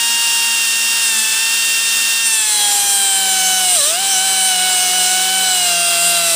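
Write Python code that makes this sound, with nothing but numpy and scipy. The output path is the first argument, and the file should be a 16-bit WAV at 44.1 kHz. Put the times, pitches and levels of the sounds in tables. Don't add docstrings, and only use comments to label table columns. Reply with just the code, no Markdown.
import sys
import numpy as np
from scipy import signal
from scipy.fft import rfft, irfft, next_fast_len
from scipy.io import wavfile
from scipy.ndimage import uniform_filter1d, map_coordinates

SR = 44100
rng = np.random.default_rng(int(sys.argv[2]) if len(sys.argv) > 2 else 0)


def magnitude_from_level(level_db):
    exponent = np.asarray(level_db, float) / 20
    return 10 ** exponent


def waveform_to_disk(signal):
    frames = np.transpose(np.atleast_2d(signal))
    scaled = np.clip(frames, -1, 1) * 32767
    samples = np.round(scaled).astype(np.int16)
    wavfile.write(sys.argv[1], SR, samples)


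N = 280228
TIME_S = np.arange(N) / SR


def unit(x):
    return x / np.sqrt(np.mean(x ** 2))


def curves(table):
    start_s, *columns = np.transpose(table)
    return [np.interp(TIME_S, start_s, column) for column in columns]


def bumps(rows, size=lambda v: v):
    return sum(size(v) * np.exp(-.5 * np.square((TIME_S - s) / half_s)) for s, half_s, v in rows)


def walk(rate):
    knots = rng.standard_normal(int(N / SR * rate) + 2)
    return 1.254 * np.interp(np.arange(N) * rate / SR, np.arange(len(knots)), knots)


def colour(x, gain_of_hz):
    size = next_fast_len(N)
    hz = np.fft.rfftfreq(size, 1 / SR) + 1
    return irfft(rfft(x, size) * gain_of_hz(hz), size)[:N]


def ring(force, modes):
    def response(f):
        total = 0
        for k, (hz, width_hz, db) in enumerate(modes):
            total = total + (-1) ** k * magnitude_from_level(db) / (1 + 1j * (f - hz * hz / f) / width_hz) ** 2
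        return total
    rung = colour(force, response)
    settle = int(0.073 * SR)
    power = uniform_filter1d(uniform_filter1d(rung ** 2, settle), settle)
    return rung / np.sqrt(power)


# start_s, vane_rate_hz
SPEED = [(0, 932), (.51, 926.3), (.67, 915.6), (1.04, 924), (1.61, 914), (2.25, 913.3), (2.6, 825.7),
         (2.9, 801.3), (3.41, 753.4), (4.3, 766.3), (4.58, 736.2), (4.9, 728), (5.06, 735.4), (5.36, 758),
         (5.52, 742), (5.73, 692.7), (6.17, 687.7), (6.35, 666)]
# start_s, vane_rate_hz
JAM = [
    (3.61, 748),
    (3.75, 712.4),
    (3.8, 584),
    (3.82, 560),
    (3.859, 592),
    (3.899, 635),
    (3.96, 708),
    (4.011, 783),
    (4.101, 792),
]
# middle_s, half_length_s, lost_vane_rate_hz
DRAGS = [(1.19, .07, 30), (1.33, .09, 28), (4.05, .02, 10.5), (4.17, 0.041, 33), (4.47, 0.021, -7.5),
         (4.56, 0.024, 5), (4.68, 0.052, -8.5), (4.84, .02, -7), (4.96, 0.029, -8.5), (5.97, .03, 4.5),
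         (6.08, 0.049, -4.5)]


def motor_speed():
    return curves(sorted(SPEED + JAM))[0] - bumps(DRAGS)


def full_load(vane_hz):
    return np.clip((836 + 25 - vane_hz) / 25., 0, 1)


# start_s, pressure_db (as wheel ring), depth in the kerf (0-1)
HAND = [(0, -26.5, 0.36), (.9, -28, 0.2), (2.2, -30, 0.04), (2.26, -15.5, 0.4), (2.45, -16.5, 0.5),
        (2.55, -16.5, .95), (2.9, -14, 0.79), (3.22, -17.5, 0.89), (3.46, -17, 1), (3.6, -19, .95),
        (3.73, -11, 1), (3.9, -15, 0.99), (3.98, -25, 0.66), (4.05, -19, 0.87), (4.3, -16, 0.9),
        (4.6, -18.5, 1), (5.3, -20.5, 0.96), (6.35, -16.5, 0.98)]


def hand():
    return curves(HAND)


def skid():
    middle_s, half_s = 3.88, 0.21
    return np.exp(-np.square(np.square((TIME_S - middle_s) / half_s)))


# middle_s, half_length_s, level_db
JOLTS = [
    (2.42, 0.044, -53),
    (2.58, .03, -57),
    (2.8, 0.11, -47.5),
    (3.53, 0.047, -52),
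    (3.79, 0.035, -43),
    (4.13, 0.045, -51),
    (5.6, 0.034, -54),
]


def thuds():
    low = colour(rng.standard_normal(N), lambda f: 1 / (1 + (np.log(f / 120.0) / 0.92) ** 4))
    return bumps(JOLTS, magnitude_from_level) * unit(low)


def air(turns, points, chop, flicker_db):
    point_hz, point_db = np.transpose(points)
    pulse = 1 + chop * np.cos(2 * np.pi * turns)
    noise = rng.standard_normal(N) * pulse * magnitude_from_level(flicker_db * walk(18))
    return unit(colour(noise, lambda f: magnitude_from_level(np.interp(np.log(f), np.log(point_hz), point_db))))


# pitch_hz, level_db (per Hz)
HISS = [(40, -59), (120, -26), (250, -22.5), (800, -19.5), (1600, -10), (2000, -15), (2800, -4.5),
        (4200, -7.5), (5200, -2.5), (6500, -5), (7700, -1.5), (9500, -3), (11500, -12), (15000, -12)]


def hiss(turns, vane_hz, press_db, depth):
    level_db = -24 + 0.25 * depth - 0.2753 * uniform_filter1d(press_db, SR // 4)
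    level_db -= 1.5 * full_load(vane_hz)
    return magnitude_from_level(level_db) * air(turns, HISS, .1, .3)


# pitch_hz, level_db (per Hz)
SCRAPE = [(40, -58), (120, -36), (300, -16), (700, -13), (1100, -16), (1600, -11), (2000, -14), (3200, -5),
          (5000, -7), (6800, -11), (8500, -10), (10000, -12), (12000, -13), (15000, -16)]


def scrape(turns, depth):
    level_db = -37.5 + 17 * depth - 0.5 * skid()
    return magnitude_from_level(level_db) * air(turns, SCRAPE, .2, .7)


# middle_s, half_length_s, loss_db
LOOSE = [
    (1.18, 0.053, -9.5),
    (2.45, 0.07, 21),
    (2.8, .09, 11),
    (3.09, 0.039, 11),
    (3.22, 0.064, 3),
    (3.85, 0.063, 15),
    (4.1, 0.036, 6),
]


def throb(turns, depth):
    level_db = -51 + 9.5 * depth - bumps(LOOSE) + 1.8 * walk(14)
    return np.sqrt(2) * magnitude_from_level(level_db) * np.sin(2 * np.pi * turns)


# vane_rate_hz, first_tone_db, second_tone_db, third_tone_db, fourth_tone_db
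EXHAUST = [(560, -28.5, -28.5, -27, -54), (612, -28, -30, -33.5, -40), (691, -25, -32, -37.5, -23.5),
           (726, -27, -40, -30, -23), (742.3, -24.5, -27, -31, -23), (782.8, -28, -31, -33.5, -23.5),
           (817, -27.5, -34, -38, -27), (810, -24.5, -33, -35, -36), (822, -27, -31, -48, -20),
           (830, -29.5, -36, -38, -29), (877, -37.5, -29, -25, -27.5), (912, -36.5, -30, -21.5, -26.5),
           (914, -44.5, -30.5, -21.5, -27), (927.4, -31.5, -32, -20.5, -28.5)]


def vane_tones(turns, vane_hz):
    speeds, *levels = np.transpose(EXHAUST)
    flutter_db = 1.5 * (0.37 + 0.34 * full_load(vane_hz))
    out = np.zeros(N)
    for k, tone_db in enumerate(levels):
        share = min(k + .3, 1)
        db = np.interp(vane_hz, speeds, tone_db) + share * flutter_db * walk(12)
        db -= (k > 0) * 3.5 * skid()
        out += np.sqrt(2) * magnitude_from_level(db) * np.sin(2 * np.pi * 4 * (k + 1) * turns + k * k)
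    return out


# multiple of shaft rate, free_db, loaded_db
ORDERS_DB = [(2.008, -54.5, -46), (5.03, -48.5, -46), (6.08, -42, -49), (7.004, -37, -51.5),
             (8.84, -49.5, -40), (11.03, -43, -52), (13.88, -31.5, -43.5), (15.31, -40, -36),
             (18.2, -38, -50), (20, -33, -43), (23.13, -35, -53), (24.12, -31, -55)]
# pitch_hz, width_hz, vane_tone_db, between_tone_db (a tone between vane tones)
CASING = [(1205, 40, -50, -41), (1550, 50, -50, -39), (2130, 80, -36, -34), (3290, 45, -36, -29),
          (3960, 110, -40, -33), (4150, 150, -30, -40), (4820, 170, -28.5, -50), (5140, 120, -36, -50),
          (5670, 50, -50, -36), (6030, 110, -29, -44)]


def uneven_tones(turns, vane_hz):
    def tone(order, gain):
        return np.sqrt(2) * gain * magnitude_from_level(0.94 * walk(4.07)) * np.sin(2 * np.pi * order * turns + order * order)
    free_hz, loaded_hz, stall_hz = 922, 836, 612
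    load = np.clip((free_hz - vane_hz) / (free_hz - loaded_hz), 0, 1)
    weak = np.zeros(N)
    for order, free_db, loaded_db in ORDERS_DB:
        weak += tone(round(order), magnitude_from_level(free_db + load * (loaded_db - free_db)))
    for order in (7, 9, 10, 15, 19, 20, 21, 22, 25, 28, 30, 32):
        lift = 0
        for hz, width_hz, vane_db, between_db in CASING:
            off = (order * vane_hz / 4 - hz) / width_hz
            lift = lift + magnitude_from_level(between_db if order % 4 else vane_db) / (1 + off ** 4)
        weak += tone(order, load * lift)
    return weak * np.clip((vane_hz - stall_hz) / 60., .1, 1)


def grain_life():
    air_turns, kerf_turns, fresh_turns, skid_turns = 10, 21, 13, 2.8
    enters_s, fresh_s = 2.6, 0.44
    inside = np.clip((TIME_S - enters_s) / 0.23 + .5, 0, 1)
    fresh = fresh_turns * np.exp(-np.maximum(TIME_S - enters_s, 0) / fresh_s)
    life = air_turns + inside * (kerf_turns - air_turns + fresh)
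    return skid_turns * (life / skid_turns) ** (1 - skid())


def grit(turns, memory):
    size, count = 256, int(turns[-1]) + 2
    fresh = rng.standard_normal((count, size)) * magnitude_from_level(2.5 * rng.exponential(size=(count, size)))
    keep = np.exp(-1 / np.maximum(np.interp(np.arange(count), turns, memory), .3))
    rim = fresh.copy()
    for k in range(1, count):
        rim[k] = keep[k] * rim[k - 1] + np.sqrt(1 - keep[k] ** 2) * fresh[k]
    rim[:, 0] += 9. * keep ** 2
    press = magnitude_from_level(2.5 * np.cos(2 * np.pi * turns))
    return press * map_coordinates(rim.ravel(), [turns * size], order=3)


# pitch_hz, width_hz, level_db
GUARD = [(3110, 230, 0), (3630, 260, -3)]
# middle_s, half_length_s, level_db
GUARD_BITES = [
    (3.73, .025, -36),
    (3.8, 0.025, -36),
    (3.88, 0.018, -23),
]


def guard(force):
    return bumps(GUARD_BITES, magnitude_from_level) * ring(force, GUARD)


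# pitch_hz, width_hz, level_db
RIM = [(10530, 830, 21), (11110, 190, -29)]
# middle_s, half_length_s, level_db
RIM_BITES = [
    (2.5, 0.11, -28),
    (3.62, 0.055, -24),
    (4.12, .08, -28),
    (4.4, .15, -25),
    (5.1, 0.15, -31),
    (6.28, 0.053, -25),
]


def rim_song(force):
    return bumps(RIM_BITES, magnitude_from_level) * ring(force, RIM)


# pitch_hz, width_hz, level_db
ROD_LOW = [(3160, 1140, -10), (3630, 110, -6), (3976, 206, 7)]
ROD_HIGH = [(5500, 208, -1), (5920, 220, -1.5), (6210, 360, 1)]
# middle_s, half_length_s, level_db
LOW_BITES = [(2.55, .07, -31), (3.04, 0.017, -32), (3.46, 0.097, -40), (3.81, 0.04, -24),
             (3.89, 0.014, -44), (4.03, .03, -36), (4.63, 0.057, -31), (5.2, 0.11, -35), (5.46, .03, -26),
             (5.64, 0.1, -28), (6.25, 0.21, -26.5)]
HIGH_BITES = [(2.25, .03, -25), (2.33, .02, -22), (2.55, 0.062, -30), (2.8, 0.13, -27), (2.92, .03, -29),
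              (3.46, 0.11, -22.5), (3.59, 0.05, -28), (3.78, 0.047, -24), (3.89, .03, -25),
              (4.13, 0.038, -20), (4.51, 0.047, -26), (4.83, .06, -24), (5.1, 0.11, -26),
              (5.45, 0.037, -36), (5.75, 0.18, -29.5), (6.3, .05, -28)]


def rod(force, press_db):
    low = (magnitude_from_level(press_db - 19.5) + bumps(LOW_BITES, magnitude_from_level)) * ring(force, ROD_LOW)
    high = (magnitude_from_level(press_db - 26) + bumps(HIGH_BITES, magnitude_from_level)) * ring(force, ROD_HIGH)
    return low + high


# pitch_hz, width_hz, level_db
WHEEL = [(7250, 300, -5), (7600, 280, -6), (8100, 340, 0), (8480, 250, -5), (8830, 320, 0), (9120, 180, -6),
         (9650, 300, -10), (10200, 300, -9), (10800, 350, -9), (11400, 400, -10), (13500, 1500, -16)]
# middle_s, half_length_s, level_db
WHEEL_BITES = [(1.07, 0.039, -22), (1.19, 0.03, -22), (2.345, 0.016, -31), (2.74, 0.025, -33),
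               (3.04, 0.026, -34), (4.14, .03, -31), (4.83, 0.038, -29), (5.06, 0.043, -27),
               (5.2, .03, -36), (5.46, 0.026, -30), (5.55, 0.029, -31.5)]


def wheel(force, press_db):
    level = magnitude_from_level(press_db + 1.17 * walk(22)) + bumps(WHEEL_BITES, magnitude_from_level)
    return level * ring(force, WHEEL)


def scene():
    vane_hz = motor_speed()
    press_db, depth = hand()
    turns = np.cumsum(vane_hz * (1 + 0.000817 * walk(30)) / 4) / SR
    force = grit(turns, grain_life())
    background = thuds() + hiss(turns, vane_hz, press_db, depth) + scrape(turns, depth)
    motor = throb(turns, depth) + vane_tones(turns, vane_hz) + uneven_tones(turns, vane_hz)
    cut = guard(force) + rim_song(force) + rod(force, press_db) + wheel(force, press_db)
    return np.tile(background + motor + cut, (2, 1))


# middle_s, low_hz, high_hz, level_db
FILLED = [(.128, 4100, 5800, -28), (.244, 5500, 7000, -30), (.66, 11000, 12400, -40),
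          (.685, 6900, 8400, -26), (.685, 13100, 14600, -36), (1.195, 4600, 5800, -30),
          (1.22, 12600, 14600, -36), (1.868, 6880, 8420, -26), (2.17, 8150, 10440, -27),
          (2.472, 9100, 10360, -27), (3.262, 8150, 9700, -25), (3.726, 8030, 10380, -22),
          (3.726, 13830, 15200, -36), (4.516, 7500, 8940, -22)]


def flecks():
    out, size = np.zeros(N), 2048
    f = np.fft.rfftfreq(size, 1 / SR)
    for s, low_hz, high_hz, db in FILLED:
        at = int(s * SR) - size // 2
        burst = irfft(rfft(rng.standard_normal(size)) * (f > low_hz) * (f < high_hz))
        out[at:at + size] += magnitude_from_level(db) * unit(burst) * signal.windows.kaiser(size, 5.0)
    return out * np.array([[1], [-1]])


def microphone(x):
    def port(f):
        null = np.abs(f - 12510)
        dip = null / np.hypot(null, 1500.) * null ** 4 / (null ** 4 + 130. ** 4)
        lift = magnitude_from_level(6.0 * np.clip((f - 13300) / 1400., 0, 1))
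        rumble_cut = f ** 2 / (f ** 2 + 75. ** 2)
        return dip * lift * rumble_cut * (f < 15310)
    return colour(np.tanh(0.94 * x) / 0.93, port)


def band_limit(x):
    return signal.sosfilt(signal.butter(12, 16660, fs=SR, output="sos"), x)


def record(dry):
    mix = microphone(dry[0]) + flecks()
    return band_limit(mix)


dry = scene()
out = record(dry)
waveform_to_disk(out)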